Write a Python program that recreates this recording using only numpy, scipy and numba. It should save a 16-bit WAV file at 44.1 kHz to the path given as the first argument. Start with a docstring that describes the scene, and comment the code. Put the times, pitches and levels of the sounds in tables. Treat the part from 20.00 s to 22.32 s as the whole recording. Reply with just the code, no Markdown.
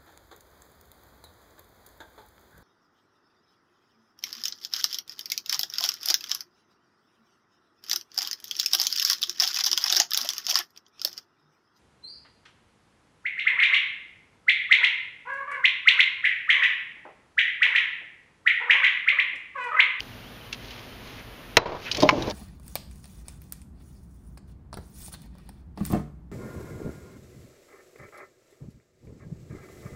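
"""One loud chop outdoors: a large knife cuts through a dry stick on a wooden block.
Fibres crack, wood and blade ring, and the yard echoes dully. Twigs tick, the block rocks on its boards,
the stand shudders and the stick is clacked down again. Leaves rustle and a far bird whistles over
steady air and a machine hum. A limiter ducks the level after each loud blow."""
import sys
import numpy as np
from scipy import signal
from scipy.fft import rfft, irfft, next_fast_len
from scipy.io import wavfile
from scipy.ndimage import uniform_filter1d
from numba import njit

SR = 44100
rng = np.random.default_rng(int(sys.argv[2]) if len(sys.argv) > 2 else 0)


def transcribe(u):
    """Save the signal u as a 16-bit wav file named by the first command-line argument.

    u: samples, shape (n,) or (channels, n), limited to [-1, 1]; the rate is SR.
    q: integer samples, one column per channel.
    """
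    v = np.clip(np.atleast_2d(u).T, -1, 1)
    q = np.round(v * 32767).astype(np.int16)
    wavfile.write(sys.argv[1], SR, q)


N = 102135
T = np.arange(N) / SR

# stick pressed on the block (frequency [Hz], level [dB], t60 [s])
WOOD_MODES = [(135, -5, .05), (452, 8, .055), (637, 9, .045), (717, 5, .05), (979, 9, .045), (1320, 3, .03),
              (1444, 4, .04), (1932, 2, .03), (2061, 5, .03), (2252, 4, .03), (2547, 6, .032),
              (2793, 2, .03), (3737, 4, .028), (4178, 6, .024)]


def undb(db):
    """Decibels to gain."""
    return 10 ** (np.asarray(db) / 20)


def envelope(points):
    """Gain through (time [s], level [dB]) points, silent before the first."""
    return undb(np.interp(T, *np.array(points).T, left=-200))


def shape(x, gain):
    """Filter by a gain that is a function of frequency."""
    size = next_fast_len(len(x) + 2048)
    hz = np.fft.rfftfreq(size, 1 / SR) + 1
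    return irfft(rfft(x, size) * gain(hz), size)[:len(x)]


def lowpass(x, cutoff_hz, order=4):
    """Zero-phase treble cut."""
    return shape(x, lambda f: 1 / (1 + (f / cutoff_hz) ** order))


def bell(f, centre_hz, width_oct):
    """Gaussian on a pitch axis."""
    return np.exp(-.5 * (np.log2(f / centre_hz) / width_oct) ** 2)


def noise(spectrum, size=N):
    """Unit-rms noise coloured by (frequency [Hz], level [dB]) points."""
    hz, db = np.array(spectrum).T
    x = shape(rng.standard_normal(size), lambda f: undb(np.interp(np.log(f), np.log(hz), db)))
    return x / x.std()


def drift(rate_hz):
    """Smooth random drift of unit spread."""
    step = int(SR / rate_hz)
    stairs = np.repeat(rng.standard_normal(N // step + 1), step)
    x = uniform_filter1d(stairs, step)[:N]
    return x / x.std()


def decay(t60_s, size, contact_s=0.0004):
    """Quick rise during contact, then exponential decay."""
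    return (1 - np.exp(-T[:size] / contact_s)) * np.exp(-np.log(1000) * T[:size] / t60_s)


def ring(modes, size=16384):
    """Decaying modes after one blow, neighbours opposite in sign."""
    return sum((-1) ** k * undb(db) * np.sin(2 * np.pi * hz * T[:size]) * decay(t60_s, size)
               for k, (hz, db, t60_s) in enumerate(modes))


def burst(spectrum, t60_s, damping=0, size=16384):
    """Decaying noise; damping shortens the treble."""
    x = noise(spectrum, size)
    low = lowpass(x, cutoff_hz=2500)
    return low * decay(t60_s, size) + (x - low) * decay(t60_s * np.exp(-damping), size)


def place(events):
    """Sum (time [s], sound) pairs on the time line."""
    out = np.zeros(N)
    for time_s, sound in events:
        i = int(np.clip(time_s * SR, 0, N - 1))
        out[i:i + len(sound)] += sound[:N - i]
    return out


def strike(blows, modes, grit, grit_t60_s, grit_db):
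    """Each blow rings the wood and adds a short rough crack."""
    return place((time_s, undb(db) * (ring(modes) + undb(grit_db) * burst(grit, grit_t60_s)))
                 for time_s, db in blows)


def chop():
    """Fibres crack; the steel rings as the edge bites, the wood as the stick snaps."""
    # edge bites, stick snaps, blade meets block (time [s], relative level [dB])
    stages = [(1.5694, -1.5), (1.5715, -3.5), (1.5764, -1)]
    # splitting fibres (frequency [Hz], relative level [dB])
    crack_spectrum = [(60, -1), (200, -1.5), (500, -18), (1500, 0.5), (3000, -2), (5500, -1.5),
                      (6900, -8.5), (7800, -24), (9000, -33), (11000, -20.5), (16000, -23)]
    # (frequency [Hz], level [dB], t60 [s])
    blade_modes = [(3321, -28, .15), (3973, -10, .16), (5033, -20, .12), (5744, -29, .15)]
    crack_db, wood_db = 9, 2.5
    bite_s, snap_s = stages[0][0], stages[1][0]
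    cracks = place((time_s, undb(db + crack_db) * burst(crack_spectrum, t60_s=0.039, damping=0.88))
                   for time_s, db in stages)
    return cracks + place([(bite_s, ring(blade_modes)), (snap_s, undb(wood_db) * ring(WOOD_MODES))])


def yard_echo():
    """Ground, brush pile and trees return the chop as a dulled ring and diffuse noise."""
    # (arrival [s], level [dB])
    echoes = [(1.582, -3), (1.617, -14), (1.657, -10.5), (1.692, -21), (1.719, -20), (1.748, -24.5)]
    # scattered sound (frequency [Hz], relative level [dB])
    spectrum = [(100, -3), (250, -6.5), (460, 1), (750, -4.5), (950, 0.5), (1300, -9), (2500, -16),
                (4500, -22.5), (7000, -38), (15000, -80)]
    dull_ring = undb(-4.5) * lowpass(ring(WOOD_MODES), cutoff_hz=1140)
    return place((time_s, undb(db) * (dull_ring + burst(spectrum, t60_s=0.2, damping=0.091)))
                 for time_s, db in echoes)


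def block_knocks():
    """The block rocks and knocks on its boards."""
    # (time [s], level [dB])
    knocks = [(1.981, -25.5), (1.9865, -27.5), (2.0225, -14), (2.0302, -3), (2.0515, -10), (2.1265, -7.5),
              (2.139, -17), (2.174, -22), (2.275, -25.5), (2.291, -25)]
    # block and boards (frequency [Hz], level [dB], t60 [s])
    modes = [(144, -20.5, 0.082), (285.4, -5.5, 0.088), (363, -7, 0.078), (448, -14, 0.18),
             (583, -2.5, 0.096), (617.4, -3, 0.089), (745, -13, 0.09), (856, -18, 0.15),
             (1039, -11.5, 0.047)]
    # contact noise (frequency [Hz], relative level [dB])
    grit = [(40, -5), (150, -8), (350, 11), (700, -5), (1050, -6), (1500, -31), (3000, -24), (7000, -39),
            (15000, -69)]
    return strike(knocks, modes, grit, grit_t60_s=0.084, grit_db=-9)


def stick_clacks():
    """The shortened stick lands on the block, chatters and bounces."""
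    # (time [s], level [dB])
    clacks = [(2.0899, -4), (2.0918, -6), (2.0947, -7.5), (2.1075, -17), (2.1105, -25)]
    # shortened stick (frequency [Hz], level [dB], t60 [s])
    modes = [(852, 0.5, 0.052), (1035, 0.5, 0.036), (1220, -0.5, 0.037), (1610, -9, 0.029),
             (1850, -4.5, 0.015), (2236, 4.5, 0.028), (2560, -8, 0.019), (2875, 1, 0.015),
             (4250, -13, 0.014), (5360, -12, 0.011)]
    # contact noise (frequency [Hz], relative level [dB])
    grit = [(80, 4), (400, -12), (1000, 2.5), (2500, 2), (4000, -4.5), (6000, -7), (8000, -30.5),
            (15000, -31)]
    return strike(clacks, modes, grit, grit_t60_s=0.024, grit_db=-1)


def stand_shudder():
    """The wooden stand shudders with a low rumble."""
    # (time [s], level [dB])
    shudder = [(1.92, -47.5), (1.99, -35), (2.04, -31.5), (2.12, -20), (2.19, -24), (2.25, -32),
               (2.29, -27.5), (2.32, -36)]
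    # (frequency [Hz], relative level [dB])
    rumble_spectrum = [(25, -11), (60, -3), (115, 1), (200, -6), (400, -0.5), (600, -7), (900, -8),
                       (1400, -21.5), (3000, -23.5), (6000, -29.5), (15000, -77)]
    return envelope(shudder) * noise(rumble_spectrum)


def twig_ticks():
    """Dry twigs tick and crackle, each at its own pitch, with the highest modes dulled."""
    # (time [s], level [dB], pitch [Hz], t60 [s], relative crackle level [dB])
    taps = [(.0047, -16, 3040, 0.007, -1), (0.5269, -33.5, 4620, 0.037, 7),
            (0.5283, -29.5, 2704, 0.033, 4.5), (.544, -38, 3120, 0.038, 1),
            (0.707, -38.5, 3020, 0.071, -0.5), (1.9141, -16, 2966, 0.025, -8),
            (1.9161, -15.5, 4810, 0.029, -7.5), (1.9254, -27, 4400, 0.035, -2),
            (1.9474, -24, 3090, .04, 0.5), (1.9702, -22.5, 5300, .03, 1), (2.0034, -23.5, 4440, 0.048, 1),
            (2.0227, -17, 4470, 0.029, -1), (2.030, -20, 3720, 0.052, -3),
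            (2.2228, -26.5, 3810, 0.032, -0.5), (2.272, -35.5, 3950, .03, -4.5),
            (2.299, -26.5, 5310, 0.028, -3), (2.309, -26, 3620, 0.025, -3)]
    # twig (frequency [x pitch], level [dB], t60 [x tap t60])
    modes = [(0.841, -7.5, 1), (1.002, -1, 1), (1.121, -7.5, 1), (1.298, -5, 1), (1.66, -2, 0.33)]
    # (frequency [Hz], relative level [dB])
    crackle_spectrum = [(200, -18), (1700, 7), (2800, 7), (6000, 5), (7400, -5), (8600, -3.5), (10000, -14),
                        (16000, -8.5)]

    def tick(hz, t60_s, crackle_db):
        tone = ring([(ratio * hz, db, share * t60_s) for ratio, db, share in modes])
        crackle = shape(burst(crackle_spectrum, t60_s), lambda f: bell(f, hz, width_oct=1.12))
        return lowpass(tone, cutoff_hz=6200, order=8) + undb(crackle_db) * crackle
    return place((time_s, undb(db) * tick(hz, t60_s, crackle_db))
                 for time_s, db, hz, t60_s, crackle_db in taps)


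def leaf_rustle():
    """Leaves and twigs brush along grainily; blade and branch scrape briefly."""
    # (time [s], relative level [dB])
    brushing = [(0, -51), (.36, -58), (.58, -58), (.65, -45.5), (.8, -48), (.9, -52.5), (1.0, -56.5),
                (1.07, -46), (1.19, -48), (1.26, -73), (1.78, -46), (1.84, -40.5), (1.9, -44.5),
                (2.03, -34.5), (2.2, -49), (2.32, -52)]
    # (frequency [Hz], relative level [dB])
    leaf_spectrum = [(300, 6), (1500, -1), (2200, 4.5), (4300, 0.5), (6500, -7.5), (9000, -29.5),
                     (15000, -21)]
    # (peak time [s], half length [s], level [dB], centre [Hz], width [oct])
    scrapes = [(1.197, 0.013, -44.5, 1950, 0.34), (1.866, 0.0059, -34, 2560, 0.12),
               (1.881, 0.012, -34.5, 1870, 0.66)]
    grain_db = 2
    out = envelope(brushing) * noise(leaf_spectrum) * undb(grain_db * (drift(rate_hz=300) - 0.5))
    for time_s, half_s, db, hz, width_oct in scrapes:
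        band = shape(rng.standard_normal(N), lambda f: bell(f, hz, width_oct))
        swell = np.exp(-.5 * ((T - time_s) / half_s) ** 2)
        out += undb(db) * swell * band / band.std()
    return out


def bird():
    """A far bird whistles faint gliding notes."""
    # (time [s], length [s], start pitch [Hz], end pitch [Hz], level [dB])
    notes = [(.115, 0.035, 3210, 2450, -49), (.215, 0.08, 2600, 3530, -48.5), (.31, 0.11, 3600, 3080, -56),
             (.405, 0.032, 3150, 2900, -50), (.455, .03, 3250, 2900, -50), (.595, 0.032, 2920, 3260, -49),
             (.905, 0.036, 2900, 3280, -49)]

    def whistle(length_s, start_hz, end_hz):
        size = int(length_s * SR)
        phase = 2 * np.pi * np.cumsum(np.geomspace(start_hz, end_hz, size)) / SR
        return np.sin(phase) * np.sin(np.linspace(0, np.pi, size))
    return place((time_s, undb(db) * whistle(length_s, start_hz, end_hz))
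                 for time_s, length_s, start_hz, end_hz, db in notes)


def ambience():
    """Steady air and hiss over the wavering hum of a distant machine."""
    # (frequency [Hz], relative level [dB])
    air_spectrum = [(15, -31), (25, -30), (43, 1), (76, -10), (114, -1), (153, -11), (242, -8), (317, -13),
                    (476, -13), (1230, -18), (2990, -19), (8140, -38), (9320, -34.5), (14800, -32.5),
                    (16000, -47)]
    # (frequency [Hz], level [dB])
    hum_tones = [(52, -57.5), (119, -56.5), (248, -55.5)]
    air_db, swell_db, waver_rad = -44.5, 0.1, 0.57
    hum = sum(undb(db) * np.sin(2 * np.pi * hz * T + waver_rad * drift(rate_hz=10.05))
              for hz, db in hum_tones)
    return noise(air_spectrum) * undb(air_db + swell_db * drift(rate_hz=6.65)) + hum


@njit
def follow_peak(x, limit, attack_s, hold_s, release_db_per_s):
    """Peak follower: fast rise, hold, then a steady fall to the limit."""
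    attack = 1 - np.exp(-1 / (attack_s * SR))
    release = 10 ** (-release_db_per_s / SR / 20)
    out, peak, wait = np.empty(len(x)), limit, 0.
    for i in range(len(x)):
        if abs(x[i]) > peak:
            peak += attack * (abs(x[i]) - peak)
            wait = hold_s * SR
        elif wait > 0:
            wait -= 1
        else:
            peak = max(limit, peak * release)
        out[i] = peak
    return out


def scene():
    """All sources at one microphone."""
    wood = chop() + yard_echo() + twig_ticks() + block_knocks() + stick_clacks() + stand_shudder()
    return (wood + leaf_rustle() + bird() + ambience())[None]


def record(dry):
    """Limiter, overload clipping, the microphone's treble notch and a steep top cut."""
    limit, notch_db, top_hz = 0.54, -12, 15400
    peak = follow_peak(dry[0], limit, attack_s=0.00035, hold_s=0.046, release_db_per_s=99.5)
    limited = np.clip(dry[0] * limit / peak, -1, 1)
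    notched = shape(limited, lambda f: undb(notch_db * bell(f, centre_hz=7875, width_oct=0.094)))
    top_cut = signal.ellip(8, .2, 70, top_hz, fs=SR, output="sos")
    return signal.sosfilt(top_cut, notched)[None]


dry = scene()
out = record(dry)
transcribe(out)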